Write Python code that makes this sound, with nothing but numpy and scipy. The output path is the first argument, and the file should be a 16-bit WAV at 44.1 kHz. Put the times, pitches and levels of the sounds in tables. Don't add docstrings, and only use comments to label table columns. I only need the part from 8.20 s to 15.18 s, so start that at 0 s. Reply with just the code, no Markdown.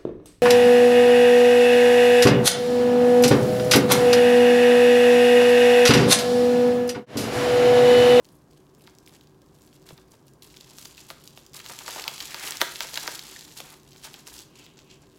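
import sys
import numpy as np
from scipy import signal
from scipy.fft import rfft, irfft, next_fast_len
from scipy.io import wavfile

SR = 44100
rng = np.random.default_rng(int(sys.argv[2]) if len(sys.argv) > 2 else 0)


def waveform_to_disk(signal):
    frames = np.transpose(np.atleast_2d(signal))
    scaled = np.clip(frames, -1, 1) * 32767
    samples = np.round(scaled).astype(np.int16)
    wavfile.write(sys.argv[1], SR, samples)


N = 307818
TIME = np.arange(N) / SR

# (frequency [Hz], relative level [dB])
AIR_SPECTRUM = [(25, -18), (40, -6.5), (60, -2.5), (85, -7), (110, -2), (145, 0.5), (190, -4), (260, -4.5),
                (390, -5), (470, -9.5), (800, -15), (2000, -32.5), (6000, -34), (16000, -38)]
# (pitch [Hz], level [dB], bandwidth [Hz])
DRONES = [(57.6, -73.5, 3), (145, -62.5, 14.4), (235.6, -73.5, 6.1), (299.5, -66.5, 12), (377.3, -64.5, 9),
          (1032, -70.5, 190), (1610, -79, 50)]
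# (time [s], level [dB])
HANDLING = [(0, -81.5), (0.8, -72.5), (1.16, -77), (1.5, -68), (2.0, -75.5), (2.2, -82), (2.3, -59.5),
            (2.65, -55.5), (3.3, -66), (3.6, -47), (4.2, -44.5), (4.85, -47), (5.3, -53.5), (5.6, -65),
            (5.77, -57.5), (6.03, -59.5), (6.33, -75.5), (6.98, -68)]
# (start [s], length [s], crinkle level [dB],
# card rubbing above the crinkle [dB], finest crackle above the crinkle [dB])
STROKES = [(0.026, .13, -70, -2, 2), (0.302, 0.12, -74, -7, 0.5), (0.576, .08, -66.5, -8, -1),
           (0.645, 0.039, -63.5, 6.5, -3), (0.856, 0.045, -65.5, -9, 5), (0.917, 0.039, -58, -1, -7),
           (1.331, 0.15, -68, -16, -0.5), (1.537, 0.025, -63, -10, -4), (1.653, 0.057, -59, 1, -2),
           (1.762, 0.02, -65, 6, 0), (1.905, 0.034, -62.5, -3, -2), (2.057, 0.022, -61, -22, 0),
           (2.215, 0.062, -57.5, -9, -1.5), (2.564, 0.083, -53.5, -20, 1), (2.772, 0.047, -52, -11, -10),
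           (2.88, 0.026, -51.5, -5, -0.5), (3.03, 0.049, -58, -16, -1.5), (3.157, 0.037, -54.5, -15, -3.5),
           (3.335, 0.045, -47.5, -1, -2.5), (3.436, 0.099, -46.5, -6, -5), (3.654, 0.16, -42, -3, -8),
           (3.996, 0.044, -42.5, -25, -14), (4.224, 0.064, -41.5, -1, -2.5), (4.398, 0.022, -36, -0.5, -2),
           (4.609, 0.033, -38.5, -6.5, -8), (4.727, 0.23, -43, -4, -6), (5.053, .17, -48, -9, -9.5),
           (5.361, 0.044, -44, -5, -4), (5.437, 0.096, -51.5, -1, -4.5), (5.834, 0.053, -53.5, 2.5, -11),
           (5.921, 0.069, -55, 2.5, -10), (6.059, 0.16, -51.5, -6, -3.5), (6.342, .11, -55.5, -9, -10),
           (6.564, .04, -59.5, -2.5, -21), (6.685, 0.057, -57, -11, -25), (6.81, 0.024, -64, 0, -24)]
TICK_PITCHES = [2770, 4000, 5400, 6700, 10400]
# (frequency [Hz], relative level [dB])
CRINKLE_SPECTRUM = [(1000, -17), (2150, -3.5), (2800, 1), (4600, 3), (6000, 1), (7800, 3), (8800, -19),
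                    (14000, -32)]
# (frequency [Hz], relative level [dB])
CRACKLE_SPECTRUM = [(5000, -46), (7500, -15), (8600, 2.5), (10500, 4.5), (12000, 4), (14000, 6), (16000, 0)]
# (frequency [Hz], relative level [dB])
RUB_SPECTRUM = [(200, -10.5), (350, 0.5), (600, -3), (900, 5), (1100, -0.5), (1500, 0.5), (2000, 0),
                (2800, -4), (5000, -33)]
# (time [s], relative level [dB], brightness [Hz])
CREASE_SNAPS = [(0.053, -45.5, 5750), (0.3741, -53, 3870), (0.5494, -51, 7600), (0.6735, -41.5, 4100),
                (0.7509, -49, 8700), (0.7859, -43, 7600), (1.0108, -45.5, 4670), (1.0726, -51.5, 6200),
                (1.2186, -52, 6300), (1.42, -48, 8500), (1.475, -52, 5500), (1.6896, -38.5, 4200),
                (1.777, -49, 5000), (1.9199, -45, 8250), (2.0817, -49, 7000), (2.136, -51, 11100),
                (2.2234, -38.5, 5430), (2.37, -37.5, 5400), (2.4099, -37, 5070), (2.585, -33, 6360),
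                (2.6547, -32, 6400), (2.7788, -36, 3600), (2.9027, -30, 4700), (3.0759, -34, 6950),
                (3.1753, -36.5, 3900), (3.2645, -40, 7500), (3.3339, -41, 6730), (3.4625, -30.5, 5300),
                (3.5895, -27.5, 6600), (3.68, -27.5, 5500), (3.797, -26.5, 4000), (3.8402, -25.5, 4400),
                (3.8794, -15.5, 4000), (4.0043, -24, 4130), (4.008, -26, 4400), (4.1446, -23.5, 4550),
                (4.3082, -21.5, 9300), (4.3218, -24.5, 4570), (4.371, -25, 6600), (4.4093, -23.5, 4100),
                (4.4153, -7.5, 4940), (4.5581, -26, 4000), (4.6064, -16.5, 3830), (4.627, -31, 4500),
                (4.7423, -24.5, 6250), (4.7572, -25, 3880), (4.7745, -17, 4000), (4.877, -18.5, 4130),
                (4.993, -26.5, 5550), (5.2098, -35.5, 6140), (5.4029, -29.5, 4000), (5.9417, -32.5, 4500),
                (6.0765, -32.5, 9500), (6.4647, -41, 3160), (6.5904, -41.5, 4330)]
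# (time [s], relative level [dB], pitch of the bending patch [Hz])
CARD_POPS = [(.677, -48, 1360), (1.690, -53, 1310), (1.707, -43.5, 410), (1.786, -55, 1320),
             (1.936, -55, 600), (2.584, -50, 1300), (2.655, -50.5, 1100), (2.9033, -38, 1120),
             (2.909, -45, 600), (3.175, -47.5, 605), (3.497, -39, 1170), (3.68, -32, 1270),
             (3.686, -42, 800), (3.761, -36.5, 756), (3.8794, -37, 870), (3.917, -46, 447),
             (4.1443, -35, 1060), (4.4153, -16, 1640), (4.421, -31.5, 540), (4.6064, -30, 1520),
             (4.649, -40, 625), (4.7748, -33, 1090), (4.877, -27, 1570), (4.883, -36, 450),
             (5.4027, -41, 634), (5.850, -46.5, 800), (6.075, -50.5, 1190)]
# (pitch [Hz], relative level [dB], time to fade by 60 dB [s])
CARD_NOTES = [(385, 22.5, 0.064), (406, -12, 0.06), (545, 17, 0.13), (600, 22, 0.023), (691, 11.5, 0.14),
              (980, -19, 0.17), (955, 20, 0.053), (1130, 3.5, 0.06), (1457, 12.5, 0.035), (1553, 9, 0.068),
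              (1610, -11, 0.091), (1864, 14, 0.029)]
# (middle [s], level [dB], half length [s], pitch [Hz], bandwidth [Hz])
SWIPES = [(1.702, -59, 0.017, 2500, 5000), (3.403, -42.5, 0.004, 2190, 1500), (3.783, -43, 0.017, 890, 298),
          (3.876, -42, 0.023, 900, 250), (4.247, -42, 0.11, 1860, 1520), (4.46, -50, 0.053, 1860, 500),
          (5.164, -47, 0.0053, 1880, 300), (5.852, -41.5, 0.014, 2500, 7000), (6.42, -58, 0.078, 2780, 500),
          (6.72, -60.5, 0.044, 2660, 505)]
# (time [s], starting level [dB])
HAND_BUMPS = [(1.695, -43), (1.727, -39.5)]
# (frequency [Hz], time to fade by 60 dB [s])
ROOM_FADE = [(200, 0.75), (530, 0.3), (1400, 0.55), (3700, 0.39), (9700, 0.5), (16000, 0.11)]


def from_db(db):
    return 10 ** (np.asarray(db) / 20)


def rms_one(x):
    return x / np.sqrt(np.mean(x ** 2) + 1e-20)


def unit_energy(x):
    return x / np.sqrt(np.sum(x ** 2) + 1e-20)


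def at_hz(points, hz):
    known_hz, values = np.transpose(points)
    return np.interp(np.log(np.maximum(hz, 1)), np.log(known_hz), values)


def colour(x, spectrum):
    size = next_fast_len(N)
    gains = from_db(at_hz(spectrum, np.fft.rfftfreq(size, 1 / SR)))
    return rms_one(irfft(rfft(x, size) * gains, size)[:N])


def drift(turns_per_s):
    points = rng.standard_normal(4096)
    return rms_one(np.interp(TIME * turns_per_s, np.arange(len(points)), points))


def resonate(x, hz, width_hz):
    r = np.exp(-np.pi * width_hz / SR)
    return signal.lfilter([1, 0, -1], [1, -2 * r * np.cos(2 * np.pi * hz / SR), r * r], x)


def add(out, s, sound):
    start = int(np.clip(round(s * SR), 0, N - 1))
    out[start:start + len(sound)] += sound[:N - start]


def clicks(per_s, spread_db):
    happens = rng.random(N) < per_s / SR
    size_db = spread_db * np.minimum(rng.exponential(1, N), 2.6)
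    return happens * from_db(size_db) * rng.choice([-1, 1], N)


def sheet_travel(x, travel_s, reference_hz=4000):
    size = next_fast_len(N)
    hz = np.fft.rfftfreq(size, 1 / SR)
    cycles = travel_s * (2 * np.sqrt(hz * reference_hz) - hz)
    return irfft(rfft(x, size) * np.exp(-2j * np.pi * cycles), size)[:N]


def radiate(x, lowest_hz):
    return signal.sosfilt(signal.butter(2, lowest_hz, "high", fs=SR, output="sos"), x)


def room_hum(air_db=-58):
    hum = 0
    for hz, db, width_hz in DRONES:
        drone = resonate(rng.standard_normal(N + SR), hz, width_hz)[SR:]
        hum += from_db(db) * rms_one(drone)
    return hum + from_db(air_db) * colour(rng.standard_normal(N), AIR_SPECTRUM)


def hand_levels(grip_s=0.01, release_s=0.018):
    steady_db = np.interp(TIME, *np.transpose(HANDLING))
    offsets_db = np.array([[0], [-6], [-5.5]])
    power = from_db(steady_db + offsets_db) ** 2
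    for start, length, db, rub_db, crackle_db in STROKES:
        t = TIME - start
        grip = np.clip(t / grip_s, 0, 1)
        release = np.exp(-np.clip((t - length) / release_s, 0, 20))
        power += (from_db([[db], [db + rub_db], [db + crackle_db]]) * grip * release) ** 2
    return 10 * np.log10(power)


def film_crinkle(crinkle_db, crackle_db, most_per_s=6500, crowding=0.62, clump_db=3.0):
    rate = most_per_s / len(TICK_PITCHES) * from_db(crowding * (crinkle_db - np.max(crinkle_db)))
    ticks = 0
    for hz in TICK_PITCHES:
        breaks = clicks(rate, spread_db=4.0) / np.sqrt(rate)
        ticks += rms_one(resonate(breaks, hz, 0.5 * hz))
    hiss = 0.28 * rng.standard_normal(N)
    clumps = from_db(clump_db * drift(220))
    film = (rms_one(sheet_travel(ticks, travel_s=0.00029)) + hiss) * clumps
    crinkle = from_db(crinkle_db - 0.5) * colour(film, CRINKLE_SPECTRUM)
    crackle = from_db(crackle_db) * colour(film, CRACKLE_SPECTRUM)
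    return crinkle + crackle


def card_rubbing(rub_db, flutter_db=3.0, gain_db=-2.5):
    loudness = from_db(rub_db + gain_db + flutter_db * drift(80))
    return loudness * colour(clicks(per_s=2000, spread_db=3.5), RUB_SPECTRUM)


def crease_snaps(creases, edge=0.57, rustle=0.75, rustle_s=0.0018):
    out, t = np.zeros(N), TIME[:1024]
    for (s, db, hz), noise in zip(creases, rng.standard_normal((512, len(t)))):
        force = (t == 0) + rustle * unit_energy(noise * np.exp(-t / rustle_s))
        ring_hz = 0.67 * hz
        ring = resonate(force, ring_hz, width_hz=hz)
        ring = unit_energy(resonate(ring, ring_hz, width_hz=hz))
        crack = unit_energy(np.diff(force, prepend=0)) * hz / 5000
        strength = from_db(db) * np.sqrt(0.001 * SR)
        add(out, s, strength * unit_energy(ring + edge * crack))
    return sheet_travel(radiate(out, lowest_hz=1570), travel_s=0.000349)


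def stray_creases(crackle_db, per_s=22, above_db=13.5, spread_db=3, low_hz=3550, high_hz=8500):
    wait, size, brightness = rng.random((400, 3)).T
    s = np.cumsum(-np.log(1 - wait)) / per_s
    loudest_db = np.max(crackle_db)
    fall_db = loudest_db - np.interp(s, TIME, crackle_db)
    db = loudest_db + above_db - 0.9 * fall_db
    db += spread_db * np.sqrt(3) * (2 * size - 1)
    hz = low_hz * (high_hz / low_hz) ** brightness
    return np.transpose([s, db, hz])[s < TIME[-1]]


def card_pops(damping=0.64, ring_db=-5.0, soften_hz=3200, gain_db=1.5):
    out, t = np.zeros(N), TIME[:8192]
    note_hz, note_db, fade_s = np.transpose(CARD_NOTES)
    notes = np.sin(2 * np.pi * note_hz[:, None] * t) * np.exp(-np.log(1000) * t / fade_s[:, None])
    signs = (-1) ** np.arange(len(note_hz))
    soften = signal.butter(2, soften_hz, fs=SR, output="sos")
    for (s, db, hz), chance in zip(CARD_POPS, rng.standard_normal((len(CARD_POPS), len(note_hz)))):
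        flip = resonate(1.0 * (t == 0), hz, damping * hz)
        swing = unit_energy(signal.sosfilt(soften, flip))
        pack = (signs * from_db(note_db + 2 * chance)) @ notes
        ring = unit_energy(signal.fftconvolve(swing, pack)[:len(t)])
        strength = from_db(db + gain_db) * np.sqrt(0.004 * SR)
        add(out, s, strength * (swing + from_db(ring_db) * ring))
    return sheet_travel(radiate(out, lowest_hz=222), travel_s=0.000826)


def film_swipes():
    out = np.zeros(N)
    for s, db, half_s, hz, width_hz in SWIPES:
        swell = from_db(db) * np.exp(-0.5 * np.minimum(((TIME - s) / half_s) ** 2, 100))
        slips = clicks(per_s=5000, spread_db=7.5)
        out += swell * rms_one(resonate(slips, hz, width_hz))
    return out


def hand_bumps(hz=140, decay_s=0.012):
    out, t = np.zeros(N), TIME[:SR // 2]
    for s, db in HAND_BUMPS:
        add(out, s, from_db(db) * np.sin(2 * np.pi * hz * t) * np.exp(-t / decay_s))
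    return out


def room_echo(x, tail_db=-10.5, near_s=0.0067, near_db=-19.5, build_s=0.0018):
    t = TIME[:SR // 2]
    noise, tail = rng.standard_normal(len(t)), 0
    octaves_hz = 125 * 2.0 ** np.arange(8)
    for low, high in zip(octaves_hz, octaves_hz[1:]):
        band = signal.sosfiltfilt(signal.butter(2, [low, high], "band", fs=SR, output="sos"), noise)
        fade_s = at_hz(ROOM_FADE, np.sqrt(low * high))
        tail += band * np.exp(-np.log(1000) * t / fade_s)
    response = from_db(tail_db) * unit_energy(tail * (1 - np.exp(-t / build_s)))
    response[round(near_s * SR)] += from_db(near_db)
    return x + signal.fftconvolve(x, response)[:N]


def scene():
    crinkle_db, rub_db, crackle_db = hand_levels()
    creases = [*CREASE_SNAPS, *stray_creases(crackle_db)]
    film = crease_snaps(creases) + film_crinkle(crinkle_db, crackle_db)
    card = card_pops() + card_rubbing(rub_db) + film_swipes() + hand_bumps()
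    return (room_echo(film + card) + room_hum())[None]


def record(dry):
    cutoff_hz = 16100
    return signal.sosfilt(signal.ellip(10, 0.1, 80, cutoff_hz, fs=SR, output="sos"), dry)


dry = scene()
out = record(dry)
waveform_to_disk(out)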